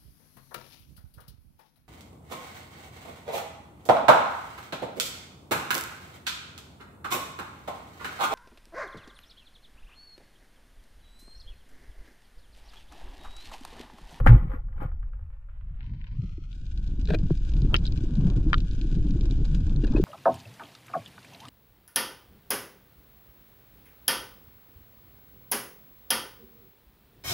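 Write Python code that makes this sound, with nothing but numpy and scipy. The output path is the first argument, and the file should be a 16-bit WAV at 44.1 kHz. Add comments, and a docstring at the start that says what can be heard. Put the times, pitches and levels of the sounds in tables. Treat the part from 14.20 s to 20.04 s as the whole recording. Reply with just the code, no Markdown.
"""Speargun shot over a reef

A speargun cracks, its rubbers thrash and its line runs out along the ringing barrel. We listen from a
camera in a waterproof housing. Then the diver swims on: water churns, gear clacks, scrapes and rings.
Blows and rubbing excite resonances; water and the crackle of reef shrimp are shaped random noise;
knocks, gurgles and the wavering rings of the last rustle are short tones."""
import sys
import numpy as np
from scipy import signal
from scipy.fft import rfft, irfft
from scipy.io import wavfile
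from scipy.ndimage import uniform_filter1d, map_coordinates

SR = 44100
rng = np.random.default_rng(int(sys.argv[2]) if len(sys.argv) > 2 else 0)


def master(y):
    """Save y as 16-bit WAV."""
    cut = np.clip(np.atleast_2d(y).T, -1, 1)
    pcm = np.round(cut * 32767)  # scale
    wavfile.write(sys.argv[1], SR, pcm.astype(np.int16))


N = 257544  # length in samples
T = np.arange(N) / SR  # time of every sample [s]


def amp(db):
    """Turns decibels into a gain."""
    return 10 ** (np.asarray(db) / 20)


def evened(x):
    """Brings a sound to unit average power."""
    return x / np.sqrt(np.mean(x ** 2) + 1e-20)


def steadied(x, seconds):
    """Holds a noise at unit power over stretches of the given length."""
    power = uniform_filter1d((x ** 2).mean(0), int(seconds * SR) + 1)
    return x / np.sqrt(abs(power) + 1e-12)


def curve(rows, axis=1):
    """Draws straight lines between the points of a table whose first column is time."""
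    rows = np.asarray(rows)
    return np.interp(T, rows[:, 0], rows[:, axis])


def add(mix, start_s, sound):
    """Mixes in a short sound from its start time, cut off at the end of the scene."""
    part = mix[:, max(0, round(start_s * SR)):][:, :sound.shape[-1]]
    part += sound[..., :part.shape[1]]


def colour(x, points, size=4096):
    """Filters without looking ahead to give a spectrum, so that clicks keep their sharp fronts."""
    points_hz, points_db = np.transpose(points)
    bins_hz = abs(np.fft.fftfreq(size, 1 / SR))
    db = np.interp(np.log(bins_hz + 1), np.log(points_hz), points_db)
    # the phase that belongs to this gain puts the energy as early as possible
    spectrum = np.exp(np.conj(signal.hilbert(np.log(amp(db)))))
    taps = np.fft.ifft(spectrum).real[:size // 2]
    return signal.oaconvolve(x, taps[None], axes=1)[:, :x.shape[1]]


def resonate(x, hz, width_hz):
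    """Passes a sound through one resonance, with gain 1 at its pitch."""
    return signal.lfilter(*signal.iirpeak(hz, hz / width_hz, SR), x)


def ports(pair, left_db, same):
    """Two microphones share part of the sound (same: 0 none, 1 all); the left one hears more."""
    right = same * pair[0] + np.sqrt(1 - same ** 2) * pair[1]
    return np.array([pair[0], right]) * amp([[left_db / 2], [-left_db / 2]])


def wander(hz):
    """Slow random drift of unit size, with little movement faster than the given rate."""
    keep = np.exp(-(np.fft.rfftfreq(N, 1 / SR) / hz) ** 2)
    return evened(irfft(rfft(rng.standard_normal(N)) * keep, N))


def grains(per_s, spread_db):
    """Random clicks of uneven size, arriving unequally at the two ports."""
    size = amp(spread_db * np.minimum(rng.exponential(1, N), 4))
    happens = rng.random(N) < per_s / SR
    return evened(rng.standard_normal((2, N)) * size * happens)


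def burst(hz, decay, breadth, size=4096):
    """A blow: dying noise round one pitch, with the energy of 5 ms at unit power."""
    # decay is in seconds; breadth is the width as a share of the pitch
    kick = rng.standard_normal((2, size)) * np.exp(-np.arange(size) / SR / decay)
    ring = resonate(resonate(kick, hz, hz * breadth), hz, hz * breadth)
    return ring / np.sqrt((ring ** 2).sum(1, keepdims=True) / (.005 * SR))


def ringing(modes, centre_hz, octaves, size=16384):
    """A blow wakes the modes near its centre pitch most; each port meets them in its own phase."""
    t = np.arange(size) / SR
    hz, db, decay = np.transpose(modes)[:, :, None]
    weight = amp(db) * np.exp(-.5 * (np.log2(hz / centre_hz) / octaves) ** 2)
    fading = weight * np.exp(-t / decay)
    phase = 2 * np.pi * rng.random(hz.shape)
    lag = np.pi / 2 * rng.choice([-1, 1], hz.shape)
    pair = [(fading * np.sin(2 * np.pi * hz * t + p)).sum(0) for p in (phase, phase + lag)]
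    return np.array(pair) * (1 - np.exp(-(t / 0.00037) ** 2))  # softens the first instant


def swells(rows):
    """Gain of a set of surges, each growing exponentially to its peak and dying away ever faster."""
    gain = 0
    for peak_s, db, rise, fall in rows:
        before = (peak_s - T) / rise
        after = (np.maximum(T - peak_s, 0) / fall) ** 1.36
        gain = gain + amp(db) * np.exp(-np.maximum(before, after))
    return gain


# the shaft leaves, then the line slaps the gun:
# (time [s], level [dB], centre pitch [Hz], decay [s])
CRACKS = [(0.0635, -12, 780, 0.0047), (0.071, -13, 1760, 0.016), (0.316, -42.5, 1200, .006),
          (0.335, -38, 1010, 0.013), (0.485, -53.5, 1110, 0.0028), (0.527, -55.5, 1700, .004),
          (0.58, -49, 1250, .006), (0.604, -42, 1200, .006), (0.62, -33, 640, 0.018),
          (0.661, -53, 1000, .008), (0.716, -49.5, 1000, .006), (0.829, -50.5, 1270, 0.0048),
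          (0.932, -53, 1200, .005), (0.992, -54.5, 900, .005), (1.287, -55.5, 1156, .006)]
# what the gun rings with: (pitch [Hz], width [Hz], level [dB])
BARREL_MODES = [(519, 35, -3), (696, 73, -15.5), (827, 50, -7), (1125, 66, -13), (1252, 52, -6),
                (1415, 70, -1), (1608, 26, -8), (1760, 75, -8.5), (1950, 100, -7.5), (2210, 170, -11.5),
                (3040, 130, -8.5)]
# broad colour of the rubbing: (frequency [Hz], level [dB])
RUB_COLOUR = [(150, 6.5), (300, 1.5), (600, -3.5), (1000, 1.5), (1400, -10), (1900, -13.5), (2600, -19.5),
              (4000, -30.5), (8000, -34), (13500, -16), (16000, -51.5)]
# rubbing surges: a brief scuff at the very start, then the line whipping along the gun:
# (time of peak [s], level [dB], rise [s], fall [s])
RUB_SURGES = [(0.003, -31, 0.011, 0.003), (0.04, -49.5, 0.023, .02), (0.076, -27.5, 0.0093, 0.079),
              (0.339, -40.5, 0.027, 0.029), (0.625, -39.5, 0.029, 0.043)]
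# under the surges the line runs out ever more faintly
LINE_RUN_DB, LINE_FADE_DB_PER_S = -62.5, 9
# the rubbing wakes each mode on its own: scatter of its level, and how fast that changes
RATTLE_DB, RATTLE_HZ = 3.5, 30


def shot():
    """Cracks and slaps strike the barrel, and rubbing and rattling keep it ringing."""
    pull = swells(RUB_SURGES) + amp(LINE_RUN_DB - LINE_FADE_DB_PER_S * T)
    rub = evened(colour(grains(per_s=3000, spread_db=1), RUB_COLOUR)) * pull
    rings = np.zeros((2, N))
    for hz, width, db in BARREL_MODES:
        rattle = amp(RATTLE_DB * wander(hz=RATTLE_HZ))
        rings += amp(db) * resonate(rub * rattle, hz, width)
    out = amp(-15) * rub + amp(11) * rings
    # a narrow resonance rings for longer
    modes = [(hz, db, 1 / (np.pi * width)) for hz, width, db in BARREL_MODES]
    for s, db, hz, decay in CRACKS:
        body = amp(-10.0) * burst(hz, decay, breadth=0.46)
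        edge = amp(-35.5) * burst(11025, decay, breadth=5920 / 11025)
        add(out, s, amp(db) * (body + edge))
        add(out, s, amp(db) * ringing(modes, hz, octaves=0.89))
    return ports(out, left_db=4.0, same=0.026)


# the gun and its slack rubbers swing: (start [s], length [s], pitch [Hz], level [dB])
RECOIL_SWINGS = [(0.01, 0.19, 22.9, -11.5), (0.064, 0.14, 48, -9.5), (0.0785, 0.092, 115.1, -6.5),
                 (0.1, 0.075, 239.7, -29.5)]


def recoil():
    """Swings of the gun push the water: brief, mostly deep tones that swell and fade."""
    out = np.zeros((2, N))
    for s, length, hz, db in RECOIL_SWINGS:
        t = np.arange(0, length, 1 / SR)
        add(out, s, amp(db) * np.sin(np.pi * t / length) * np.sin(2 * np.pi * hz * t))
    return out


def gurgles(count=150):
    """Pockets of churned water swell, glide upward and die within a few cycles."""
    out, t = np.zeros((2, N)), np.arange(SR // 8) / SR
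    for when, pitch, size, start in rng.random((count, 4)):
        hz = 115 * 2.9 ** pitch
        age = t * hz / 2  # 1 at the loudest moment
        tone = np.sin(2 * np.pi * (hz * t * (1 + 0.039 * age) + start))
        blob = (age * np.exp(1 - age)) ** 2 * tone
        add(out, when * N / SR, amp(-16 * size - 11 * pitch) * blob)
    return evened(out) * amp([[.6], [-.6]])


# water moving past the housing: (time [s], slow surge level [dB], eddy level [dB])
FLOW = [(0, -18.5, -25.5), (.4, -30, -47.5), (.8, -28, -51), (1.22, -39, -66), (1.5, -32.5, -46),
        (2.35, -34, -45), (2.6, -25.5, -39), (3.0, -22, -29), (3.2, -23, -39), (3.38, -18.5, -27),
        (3.85, -24, -30), (4.1, -20, -24), (4.38, -18, -28), (4.48, -24.5, -35), (4.75, -20, -30),
        (5.78, -19.5, -27)]
# colour of the slow pressure surges: (frequency [Hz], level [dB])
SURGE_COLOUR = [(8, -9), (22, -3), (42, 1.5), (60, -11.5), (85, -14), (120, -30.5), (500, -93)]
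# colour of the eddies at low speed: (frequency [Hz], level [dB])
SLOW_EDDIES = [(40, -9.5), (80, -5.5), (115, 0.5), (170, -9.5), (260, -23.5), (400, -40), (800, -64.5),
               (3000, -84.5)]
# colour of the eddies at full speed: (frequency [Hz], level [dB])
FAST_EDDIES = [(40, -11.5), (85, -5.5), (125, -1), (200, -8.5), (310, -10.5), (440, -27.5), (700, -45),
               (1200, -64), (3000, -56.5), (8000, -90)]
# the diver gets under way: (time [s], swimming speed [0 to 1])
SPEED = [(0, 0.24), (1.3, 0.02), (2.1, 0.04), (2.9, 0.61), (4, 0.55), (5.84, 0.97)]
# eddies shed by the shot, the line and the diver's strokes: (time of peak [s], level [dB], width [s])
GUSTS = [(0.122, -16.5, 0.042), (0.251, -29, 0.025), (0.639, -35, 0.042), (1.721, -36, 0.06),
         (2.022, -32, 0.06), (3.451, -24.5, 0.03), (4.05, -25, 0.058), (4.84, -27.5, 0.12)]


def water():
    """Pressure surges and lumpy eddies, which change colour and gurgle as the diver speeds up."""
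    noise = colour(rng.standard_normal((1, N)), SURGE_COLOUR, size=16384)
    surge = steadied(noise, seconds=0.071) * amp([[.2], [-.2]])
    lumps = amp(2.9 * wander(hz=22.0))
    swirl = ports(grains(per_s=700, spread_db=-1.0) * lumps, left_db=0.42, same=1.0)
    speed = curve(SPEED)
    churn = .82 * evened(colour(swirl, FAST_EDDIES)) + .57 * gurgles()
    eddies = (1 - speed) * evened(colour(swirl, SLOW_EDDIES)) + speed * churn
    gusts = sum(amp(db) * np.exp(-.5 * ((T - s) / width) ** 2) for s, db, width in GUSTS)
    eddy_gain = np.hypot(amp(curve(FLOW, axis=2)), gusts) * amp(-1.48)
    return surge * amp(curve(FLOW, axis=1) - 2.0) + steadied(eddies, seconds=.16) * eddy_gain


# colour of the fine turbulence: (frequency [Hz], level [dB])
SWISH_COLOUR = [(200, -14), (450, 2), (700, -6.5), (950, -8), (1250, -13.5), (1600, -14.5), (2000, -31),
                (4000, -34.5), (9000, -54)]
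# brief hissing rushes of water: (time of peak [s], level [dB], rise [s], fall [s])
RUSHES = [(3.106, -37.5, 0.0029, 0.0031), (3.544, -35, 0.016, 0.011), (5.644, -45, 0.004, 0.015),
          (5.785, -42.5, 0.056, 0.011)]
# fine turbulence grows faster than the eddies: its level when they are at CRUISE_DB, and dB per dB
CRUISE_DB, SWISH_DB, SWISH_GROWTH = -30, -60, 1.44


def swish():
    """Fine, fluttering turbulence that follows the eddies of the flow, and a few brief rushes."""
    fizz = evened(colour(grains(per_s=6000, spread_db=1.5), SWISH_COLOUR))
    steady = amp(SWISH_DB + SWISH_GROWTH * (curve(FLOW, axis=2) - CRUISE_DB))
    flutter = amp(2.9 * wander(hz=35))
    return ports(fizz * (steady + swells(RUSHES)) * flutter, left_db=1.0, same=0.68)


# dull knocks and gulps of water at the housing: (start [s], level [dB], pitch [Hz])
KNOCKS = [(0.0615, -17.5, 251), (0.337, -33, 263), (0.616, -35.5, 295.8), (1.984, -22, 122.3),
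          (2.179, -36, 313), (2.787, -29, 246), (3.1025, -37.5, 699), (2.913, -15.5, 164),
          (3.029, -18, 162), (3.107, -14, 149.3), (3.106, -18.5, 333), (3.5425, -36, 1120),
          (3.836, -24, 299), (3.979, -19.5, 181), (4.049, -12.5, 163), (5.635, -18, 297),
          (5.7479, -13.5, 311.4), (5.781, -20, 344), (5.797, -12.5, 353)]
KNOCK_CYCLES = 1.33  # cycles from the start of a knock to its peak


def knocks():
    """Each is a tone that swells for a cycle or so and dies away."""
    out, t = np.zeros((2, N)), np.arange(SR // 4) / SR
    for s, db, hz in KNOCKS:
        age = t * hz / KNOCK_CYCLES
        add(out, s, amp(db) * (age * np.exp(1 - age)) ** 2 * np.sin(2 * np.pi * hz * t))
    return out * amp([[.7], [-.7]])


# hard gear clacks near the camera: (time [s], level [dB], centre pitch [Hz], spread [octaves])
CLACKS = [(3.5424, -1, 2830, 0.15), (3.5429, -14.5, 1280, 0.93), (3.548, -18, 2620, 0.65),
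          (3.555, -16, 2560, 0.49), (3.5634, -15, 4920, 0.47), (3.5645, -17.5, 2970, 0.31),
          (3.654, -17.5, 3747, 0.13), (3.6665, -18.5, 4400, 0.2), (3.676, -19.5, 3720, 0.14),
          (4.331, -10, 1780, 0.98), (4.341, -11.5, 1503, 0.55), (4.3423, -15, 3560, 0.4)]
# what the gear rings with: (pitch [Hz], level [dB], decay [s])
GEAR_MODES = [(1045, -16.5, 0.0043), (1208.6, -5, 0.0035), (1372, -3.5, 0.004), (1813, -2.5, 0.0016),
              (2340, 2, 0.00078), (2740, -14, 0.0019), (3070, -6.5, 0.0019), (3170, -10.5, 0.0029),
              (3840, -3.5, 0.00087), (4740, -11.5, 0.0018), (5780, -17.5, 0.0016)]
# a single tap on the housing: (time [s], level [dB])
HOUSING_TAP = (3.5431, -19)


def clacks():
    """Hard contacts, damped within milliseconds by the water, each with a little chatter."""
    out = np.zeros((2, N))
    for s, db, hz, octaves in CLACKS:
        add(out, s, amp(db) * ringing(GEAR_MODES, hz, octaves))
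        add(out, s, amp(db - 23) * burst(hz, decay=0.004, breadth=0.18))
    s, db = HOUSING_TAP
    add(out, s, amp(db) * np.exp(-np.arange(40) / SR / .00008))
    return out * amp([[1.2], [-1.2]])


# colour of the scraping: (frequency [Hz], level [dB])
SCRAPE_COLOUR = [(200, 5), (400, 20), (650, -2), (1000, -12), (1300, -9.5), (1640, 8.5), (2100, -19),
                 (2500, -2.5), (2900, -12), (3900, -3.5), (5000, -16.5), (8000, -28), (15000, -37)]
# something drags over the housing in short slips: (start [s], length [s], level [dB])
SLIPS = [(2.883, 0.019, -38.5), (2.902, 0.0065, -32), (2.915, 0.016, -39.5), (2.934, 0.0062, -32),
         (2.9435, 0.006, -26.5), (5.638, 0.009, -34), (5.674, 0.01, -42), (5.762, 0.029, -41)]
SLIP_ATTACK_S, SLIP_RELEASE_S = 0.0012, 0.0035
# the dragged gear catches and knocks on the housing: (time [s], level [dB], centre pitch [Hz])
BUMPS = [(2.888, -36, 680), (2.9061, -19.5, 700), (2.937, -21.5, 646), (2.9442, -22, 1150),
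         (2.951, -28, 1670), (5.641, -45, 950)]
# what the housing's shell rings with: (pitch [Hz], level [dB], decay [s])
SHELL_MODES = [(391, -3, 0.0074), (628, -6, 0.0076), (700.8, -14, 0.0074), (1620, -6, 0.0035),
               (1870, -8.5, 0.0031), (2440, -3, 0.0043)]


def scrape():
    """Stick and slip: each slip starts fast, holds and lets go; each catch rings the shell."""
    grit = evened(colour(grains(per_s=2500, spread_db=0), SCRAPE_COLOUR))
    force = np.zeros(N)
    for s, length, db in SLIPS:
        t = np.maximum(T - s, 0)
        attack = 1 - np.exp(-t / SLIP_ATTACK_S)
        release = np.exp(-np.maximum(t - length, 0) / SLIP_RELEASE_S)
        force += amp(db) * attack * release
    out = grit * force
    for s, db, hz in BUMPS:
        add(out, s, amp(db) * ringing(SHELL_MODES, hz, octaves=0.92))
    return ports(out, left_db=3.5, same=0.82)


# short wavering rings within the last rustle:
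# (start [s], length [s], level [dB], start pitch [Hz], end pitch [Hz])
SHORT_RINGS = [(5.636, 0.019, -44.5, 2820, 2692), (5.758, 0.018, -48, 2430, 2520),
               (5.778, 0.013, -38.5, 1617, 1570)]
RING_WAVER, RING_FLUTTER_DB = 0.021, 7  # share of the pitch, scatter of the level


def short_rings():
    """Thin, wavering tones that swell and fade."""
    out = np.zeros((2, N))
    waver = 1 + RING_WAVER * wander(hz=40.2)
    flutter = amp(RING_FLUTTER_DB * wander(hz=29.7))
    for s, length, db, start_hz, end_hz in SHORT_RINGS:
        along = np.clip((T - s) / length, 0, 1)  # 0 at the start, 1 at the end
        hz = (start_hz + (end_hz - start_hz) * along) * waver
        swell = np.sqrt(4 * along * (1 - along))
        out += amp(db) * swell * flutter * np.sin(2 * np.pi * np.cumsum(hz) / SR)
    return out * amp([[2], [-2]])


def snap(hz):
    """A near shrimp: a sharp front and a short rattle."""
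    return burst(hz, decay=.0005, breadth=1) + .6 * burst(hz, decay=.005, breadth=1)


REEF_ECHO_S, REEF_ECHO_DB = 0.008, 2.5  # decay and level of the coral's echoes


def scattered(x, size=2048):
    """The coral scatters each click into brief, dying echoes."""
    echoes = rng.standard_normal((2, size)) * np.exp(-np.arange(size) / SR / REEF_ECHO_S)
    echoes /= np.linalg.norm(echoes, axis=1, keepdims=True)
    return x + amp(REEF_ECHO_DB) * signal.oaconvolve(x, echoes, axes=1)[:, :N]


CRACKLE_EDGE_HZ = 10260  # upper edge of the crackle at full pace


def paced(x, clock):
    """Rounds off the treble, then plays the sound at the clock's pace: slower is also lower."""
    dull = irfft(rfft(x) / (1 + (np.fft.rfftfreq(N, 1 / SR) / CRACKLE_EDGE_HZ) ** 10), N)
    return np.array([map_coordinates(port, [clock], order=3) for port in dull])


# the reef's sharpest snaps and ticks: (time [s], level [dB])
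SNAPS = [(1.607, -52.5), (1.63, -59), (1.665, -61), (1.814, -55.5), (1.842, -53.5), (1.869, -57.5),
         (2.317, -62), (2.329, -57), (2.466, -58), (2.576, -53.5), (2.676, -53), (2.814, -52.5),
         (2.855, -49.5), (2.874, -49), (2.9876, -51.5), (3.1752, -53), (3.319, -53), (3.3372, -50.5),
         (3.367, -52), (3.419, -48.5), (3.585, -54), (3.7224, -47), (3.7761, -48.5), (3.954, -51.5),
         (4.1008, -48), (4.3809, -45.5), (4.404, -46.5), (4.512, -52), (4.6135, -46), (4.679, -61),
         (4.76, -57.5), (4.8687, -57), (4.908, -49.5), (5.01, -46), (5.11, -44.5), (5.168, -60),
         (5.253, -48.5), (5.47, -56), (5.496, -54), (5.562, -49.5), (5.67, -49), (5.722, -52)]
SNAP_HZ = 3780  # centre pitch of a snap at full pace, before the housing
# level of the dense crackle: very faint at first, rising quickly near 1.6 s, then slowly:
# (time [s], level [dB])
REEF = [(0, -79.5), (1.56, -68), (1.65, -64.5), (2.28, -65.5), (2.36, -63), (3.4, -59), (5.84, -57.5)]
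# the housing colours what comes through it: (frequency [Hz], level [dB])
HOUSING_COLOUR = [(400, -1.5), (1250, -12), (1430, 1), (1620, 9.5), (1900, -10), (2130, -7), (2420, 5),
                  (2750, 0), (4200, 2), (4620, -3), (4900, 2), (5300, -7), (5700, -3.5), (7000, -5),
                  (8400, -13.5), (15000, -17.5)]
# the crackle starts slow and dull, then brightens: (time [s], pace and pitch [share of full])
BRIGHTNESS = [(1.2, 0.36), (1.58, 0.45), (1.63, 0.62), (1.93, 0.63), (1.99, 0.83), (2.28, 0.86),
              (2.35, 0.99), (2.8, 0.99)]


def crackle():
    """Many far shrimp and single near snaps, heard through the housing, rising in pitch at first."""
    clock = np.cumsum(curve(BRIGHTNESS))
    clicks = grains(per_s=480, spread_db=3.4) + .45 * rng.standard_normal((2, N))
    far = evened(colour(scattered(clicks), HOUSING_COLOUR))
    near = np.zeros((2, N))
    for s, db in SNAPS:
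        # placed by the clock so that it is heard at its listed time
        add(near, np.interp(s, T, clock) / SR, amp(db) * snap(SNAP_HZ))
    near = colour(near, HOUSING_COLOUR)
    level = amp(curve(REEF) + 1.2 * wander(hz=18))
    return ports(paced(far, clock) * level + paced(near, clock), left_db=4.0, same=0.056)


def hiss():
    """The microphones' faint, even noise."""
    return amp(-87.5) * rng.standard_normal((2, N))


def scene():
    """Shot, moving water, gear and reef over the faint hiss."""
    gun = shot() + recoil()
    flow = water() + swish() + knocks()
    gear = clacks() + scrape() + short_rings()
    return gun + flow + gear + crackle() + hiss()


def record(dry):
    """The camera's band limit: a steep low-pass at 15.7 kHz."""
    taps = signal.firwin(511, 15700, window=("kaiser", 9), fs=SR)
    return signal.oaconvolve(dry, taps[None], "same")


dry = scene()
out = record(dry)
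master(out)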